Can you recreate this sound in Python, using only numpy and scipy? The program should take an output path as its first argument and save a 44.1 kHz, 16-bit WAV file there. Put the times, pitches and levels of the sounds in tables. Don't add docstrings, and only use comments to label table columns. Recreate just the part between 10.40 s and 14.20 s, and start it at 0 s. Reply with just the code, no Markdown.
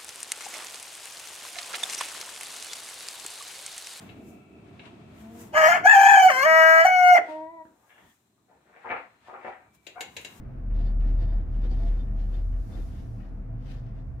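import sys
import numpy as np
from scipy import signal
from scipy.fft import rfft, irfft, next_fast_len
from scipy.io import wavfile
from scipy.ndimage import uniform_filter1d, map_coordinates

SR = 44100
rng = np.random.default_rng(int(sys.argv[2]) if len(sys.argv) > 2 else 0)


def store_pcm(level_fs):
    pcm = np.round(np.clip(level_fs, -1, 1) * 32767).astype(np.int16)
    wavfile.write(sys.argv[1], SR, np.atleast_2d(pcm).T)


N = 167580

ROPE_HZ = 38.7
RISE_S, RISE_WIDTH_S, RISE_HZ = 2.2, 0.141, 3.21
# (time [s], level [dB])
DRONE_LEVEL = [(0, -41.5), (.15, -44.5), (.3, -25.5), (.61, -23), (.96, -23), (1.07, -33), (1.17, -25),
               (1.54, -23), (1.65, -30.5), (1.82, -26.5), (2.2, -27.5), (2.32, -45), (2.4, -29),
               (2.52, -44.5), (2.68, -41), (2.84, -41), (2.95, -36), (3.8, -42.5)]
# (time [s], level [dB])
SHAKE_LEVEL = [(0, -13), (.24, -9.5), (.33, -1), (.9, 0.5), (1.13, -2.5), (1.35, 1), (1.7, -3.5),
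               (2.05, -1), (2.55, -3), (2.75, -8.5), (3.8, -4.5)]
# (frequency [Hz], level [dB])
RUMBLE_SPECTRUM = [(20, -27.5), (32, -2.5), (48, 2), (65, 5), (82, 2), (97, -12.5), (112, 3.5), (135, -12),
                   (170, -13), (300, -73.5)]
RUMBLE_DB = -35.5

# (start [s], end [s], frequency [Hz], level [dB])
SHELL_HUMS = [(0, 0.21, 128, -43.5), (0.22, 1.017, 88, -41.5), (1.64, 2.3, 86.6, -40.5),
              (3.0, 3.897, 134, -47)]
HUM_FADE_S = 0.32
# (time [s], level [dB])
BOOM_THROBS = [(.36, -43), (0.721, -41), (1.261, -43.5), (2.739, -39.5), (3.127, -37.5), (3.46, -37),
               (3.781, -39.5)]
THROB_HZ, THROB_WIDTH_S = 114.5, 0.059
# (frequency [Hz], half-width [Hz], level [dB])
CABIN_MODES = [(108.5, 16, -2.5), (161.6, 20, -3.5), (198.3, 7.4, 5), (252.5, 20.1, 0.5), (288, 18, -8.5),
               (323, 17, -8.5), (384.3, 9.5, -12), (455, 14, -13.5), (511.2, 11, -13), (660.5, 16.7, -9.5),
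               (766.5, 23, -19), (886, 11, -24.5)]
# (time [s], level [dB])
CABIN_SWELL = [(0, -48), (.6, -44), (1.1, -47.5), (1.3, -42.5), (1.55, -47), (1.75, -43), (2.05, -49),
               (2.5, -48), (3.0, -48), (3.8, -50)]

# (frequency [Hz], level [dB])
AIR_SPECTRUM = [(30, 2.5), (80, 9.5), (150, -5), (300, -12), (500, -10), (720, -12), (950, -18),
                (1600, -23), (1800, -25), (2200, -27.5), (2850, -35.5), (3300, -42.5), (5500, -50),
                (8000, -58.5), (15000, -52.5)]
# (time [s], level [dB])
AIR_SWELL = [(0, -48), (1.1, -47.5), (1.8, -48.5), (2.6, -49.5), (3.6, -49.5), (3.7, -51.5)]
# (frequency [Hz], half-width [Hz], level [dB])
AIR_EDGE = [(820, 68, -1), (1180, 310, 1.5), (1510, 180, -1)]
EDGE_DB = -21
# (frequency [Hz], level [dB])
HISS_SPECTRUM = [(1000, -10), (3000, 0), (5800, 3.5), (8000, -2.5), (10300, -1), (12000, -4), (14000, -3),
                 (15300, -9)]
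# (time [s], level [dB])
HISS_SWELL = [(0, -86), (1.0, -88.5), (1.45, -72), (1.68, -79.5), (1.85, -73.5), (2.13, -74.5),
              (2.3, -67.5), (2.6, -69), (2.8, -76.5), (3.0, -85.5), (3.2, -87), (3.31, -70.5),
              (3.45, -85.5), (3.8, -84)]
# (frequency [Hz], left-right correlation [0-1])
HISS_LIKENESS = [(3000, 0.14), (10000, 0.15)]

# (time [s], ring level [dB], snap level [dB])
CLACKS = [(.302, -61, -69), (0.606, -59, -55.5), (.67, -68, -64), (1.668, -64, -74), (2.127, -63, -69.5),
          (2.8, -62, -72.5), (3.467, -68, -66.5)]
# (frequency [Hz], half-width [Hz], level [dB])
CLACK_MODES = [(1260, 190, 1.5), (1864, 64, 3.5), (2255, 49, -3), (2500, 100, -5.5), (2930, 82, -6)]
TICK_ATTACK_S, TICK_T60_S, SNAP_T60_S = 0.0016, 0.46, 0.035

# (time [s], bell width [s], rub level [dB], panel level [dB])
SCUFF_EVENTS = [(0.39, 0.035, -63, -52.5), (0.478, 0.039, -64, -51.5), (0.691, 0.061, -66, -50.5),
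                (0.818, 0.025, -61.5, -49), (0.92, 0.072, -68, -50.5), (1.162, 0.052, -69.5, -65),
                (1.25, 0.027, -61.5, -50), (1.334, 0.022, -59.5, -55.5), (1.411, .04, -63.5, -50),
                (1.48, 0.027, -60, -57), (1.553, 0.07, -65.5, -52.5), (1.815, 0.038, -64.5, -58.5),
                (1.964, 0.044, -63.5, -53), (2.366, 0.046, -62, -49.5), (2.557, 0.095, -66, -62.5),
                (2.84, 0.054, -70.5, -62.5), (3.318, 0.059, -59, -63.5), (3.481, 0.032, -69.5, -60),
                (3.586, 0.03, -72, -54.5)]
# (frequency [Hz], level [dB])
RUB_SPECTRUM = [(400, -1.5), (1000, -1), (1900, 1), (2400, 2), (3300, 0.5), (4600, -2), (5600, -6),
                (7300, -13), (9000, -18.5), (15000, -28)]
# (frequency [Hz], half-width [Hz], level [dB])
RUB_MODES = [(1785, 70, 7), (2563, 45, -1), (2742, 35, 1), (2907, 40, 0), (3140, 45, -1), (3575, 30, 2)]
RING_DB, GRAIN_DB, PATCHY_DB = -7, 1.8, 2.4
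# (frequency [Hz], half-width [Hz], level [dB])
PANEL_MODES = [(171, 19, -2), (230.5, 42, 0.5), (337, 46, 1.5), (378.6, 12, 0), (485, 53, -2),
               (550, 71, -7.5), (683, 31, -12), (769, 160, -9), (1160, 730, -18), (1840, 360, -21.5)]

# (time [s], level [dB], singing panel level [dB])
KNOCK_EVENTS = [(.403, -51, -56), (.817, -43, -51.5), (.921, -43, -56), (1.247, -41, -61.5),
                (1.311, -42, -63), (1.412, -46, -54), (1.452, -47, -52.5), (2.362, -46.5, -69)]
KNOCK_ATTACK_S, KNOCK_T60_S, THUD_DB = 0.006, 0.15, -3
SING_HZ, SING_LAG_S, SING_WIDTH_S = 681.5, 0.015, 0.016

# (time [s], bell width [s], whistle level [dB], chatter level [dB])
RATTLE_EVENTS = [(.475, 0.016, -70.5, -66), (0.818, 0.027, -73, -71), (0.904, 0.032, -73, -74),
                 (1.247, 0.016, -65, -72.5), (1.319, 0.015, -69.5, -63.5), (1.41, .025, -71, -74),
                 (1.607, 0.016, -67, -76), (1.948, 0.0094, -60.5, -76), (2.343, .015, -64, -75)]
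# (frequency [Hz], half-width [Hz], level [dB])
WHISTLE_MODES = [(3580, 42, 0), (3140, 30, -7)]
# (frequency [Hz], half-width [Hz], level [dB])
CHATTER_MODES = [(4300, 80, 0), (4580, 70, 1), (4820, 80, 0), (5650, 70, -9)]

# (frequency [Hz], left-right correlation [0-1])
LIKENESS = [(40, 0.94), (80, 0.73), (170, 0.89), (350, 0.53), (700, 0.11), (1400, 0.08), (6000, 0),
            (15000, 0)]
# (frequency [Hz], left over right [dB])
LEFT_LEAN = [(40, 1), (110, -1.5), (400, 0.5), (700, 1), (1300, 2), (2400, 5), (4400, 5.5), (8000, 3),
             (15000, -1)]
TOP_HZ = 15300


def amp(db):
    return 10 ** (np.asarray(db) / 20)


def unit(x):
    return x / np.sqrt(np.mean(x ** 2) + 1e-20)


def clock():
    return np.arange(N) / SR


def along(points, hz):
    f, v = np.transpose(points)
    return np.interp(np.log(hz + 1), np.log(f + 1), v)


def curve(rows):
    return np.interp(clock(), *np.transpose(rows))


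def bell(s, width):
    return np.exp(-.5 * ((clock() - s) / width) ** 2)


def wobble(rate):
    knots = rng.standard_normal(int(N * rate / SR) + 4)
    return map_coordinates(knots, [clock() * rate], mode="nearest")


def filtered(x, response):
    m = next_fast_len(N + SR // 2)
    return irfft(rfft(x, m) * response(np.fft.rfftfreq(m, 1 / SR)), m)[..., :N]


def slope(points):
    return lambda hz: amp(along(points, hz))


def resonant(modes):
    def response(hz):
        power = sum(amp(db) ** 2 / (1 + ((hz - c) / w) ** 2) ** 2 for c, w, db in modes)
        return np.sqrt(power)
    return response


def noise(response, lean=1, alike=LIKENESS):
    def mid_side(hz):
        turn = np.arccos(np.clip(along(alike, hz), -1, 1)) / 2
        return response(hz) * np.array([np.cos(turn), np.sin(turn)])

    mid, side = filtered(rng.standard_normal((2, N)), mid_side)
    stereo = np.array([mid + side, mid - side])
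    return unit(filtered(stereo, lambda hz: amp(lean * np.outer([.5, -.5], along(LEFT_LEAN, hz)))))


def tone(hz, drift_hz, waver_db):
    phase = 2 * np.pi * (np.cumsum(hz + drift_hz * wobble(8)) / SR + rng.random())
    sides = amp(np.array([[.5], [-.5]]) * along(LEFT_LEAN, np.mean(hz)))
    return np.sqrt(2) * np.sin(phase) * amp(waver_db * wobble(18)) * sides


def struck(s, attack, t60):
    age = np.maximum(clock() - s, 0)
    return (1 - np.exp(-age / attack)) * amp(-60 * age / t60)


def patchy(x, depth_db):
    z = signal.stft(x, nperseg=1024)[2]
    field = rng.standard_normal(z.shape[1:])
    field = uniform_filter1d(field, size=4, axis=0)
    field = uniform_filter1d(field, size=7, axis=1)
    return unit(signal.istft(z * amp(depth_db * unit(field)), nperseg=1024)[1][:, :N])


def rope():
    pitch = ROPE_HZ + RISE_HZ * bell(RISE_S, RISE_WIDTH_S)
    drone = amp(curve(DRONE_LEVEL)) * tone(pitch, drift_hz=0.16, waver_db=0.87)
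    rumble = amp(RUMBLE_DB + curve(SHAKE_LEVEL)) * noise(slope(RUMBLE_SPECTRUM))
    return drone + rumble


def shell():
    t = clock()
    hums = 0
    for start, end, hz, db in SHELL_HUMS:
        gate = np.clip(np.minimum(t - start, end - t) / HUM_FADE_S + .5, 0, 1)
        hums = hums + amp(db) * gate * tone(hz, drift_hz=0.71, waver_db=1.3)
    throbs = sum(amp(db) * bell(s, THROB_WIDTH_S) for s, db in BOOM_THROBS)
    boom = throbs * tone(THROB_HZ, drift_hz=0.57, waver_db=-1.6)
    cabin = amp(curve(CABIN_SWELL)) * noise(resonant(CABIN_MODES))
    return hums + boom + cabin


def air():
    gusts, flicker = .8 * wobble(6), .8 * wobble(15)
    level = curve(AIR_SWELL)
    outside = amp(level + gusts) * noise(slope(AIR_SPECTRUM))
    edge = amp(level + EDGE_DB) * patchy(noise(resonant(AIR_EDGE)), PATCHY_DB)
    thin = noise(slope(HISS_SPECTRUM), lean=0.28, alike=HISS_LIKENESS)
    return outside + edge + amp(curve(HISS_SWELL) + flicker) * thin


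def ticks():
    ring = sum(amp(db) * struck(s, TICK_ATTACK_S, TICK_T60_S) for s, db, _ in CLACKS)
    snap = sum(amp(db) * struck(s, TICK_ATTACK_S, SNAP_T60_S) for s, _, db in CLACKS)
    return ring * noise(resonant(CLACK_MODES)) + snap * noise(slope(RUB_SPECTRUM))


def scuffs():
    rub = np.sqrt(sum((amp(db) * bell(s, width)) ** 2 for s, width, db, _ in SCUFF_EVENTS))
    shudder = np.sqrt(sum((amp(db) * bell(s, width)) ** 2 for s, width, _, db in SCUFF_EVENTS))
    grain = unit(amp(GRAIN_DB * wobble(300) + .8 * wobble(45)))
    surface = amp(RING_DB) * noise(resonant(RUB_MODES))
    friction = patchy(grain * noise(slope(RUB_SPECTRUM)) + surface, PATCHY_DB)
    return rub * friction + shudder * noise(resonant(PANEL_MODES))


def knocks():
    t = clock()
    thud = noise(resonant(PANEL_MODES))
    sing = tone(SING_HZ, drift_hz=4, waver_db=.5)
    out = np.zeros((2, N))
    for s, db, sing_db in KNOCK_EVENTS:
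        ring = 0
        for hz, width, level in PANEL_MODES:
            strength = amp(level + rng.normal(0, 2.2))
            pitch = hz + rng.normal(0, width / 4)
            ring = ring + strength * np.sin(2 * np.pi * pitch * (t - s))
        blow = amp(db) * struck(s, KNOCK_ATTACK_S, KNOCK_T60_S)
        out += blow * (unit(ring) + amp(THUD_DB) * thud)
        out += amp(sing_db) * bell(s + SING_LAG_S, SING_WIDTH_S) * sing
    return out


def rattles():
    whistle = sum(amp(db) * bell(s, width) for s, width, db, _ in RATTLE_EVENTS)
    chatter = sum(amp(db) * bell(s, width) for s, width, _, db in RATTLE_EVENTS)
    return whistle * noise(resonant(WHISTLE_MODES)) + chatter * noise(resonant(CHATTER_MODES))


def scene():
    return rope() + shell() + air() + ticks() + scuffs() + knocks() + rattles()


def record(dry):
    return filtered(dry, lambda hz: hz < TOP_HZ)


dry = scene()
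out = record(dry)
store_pcm(out)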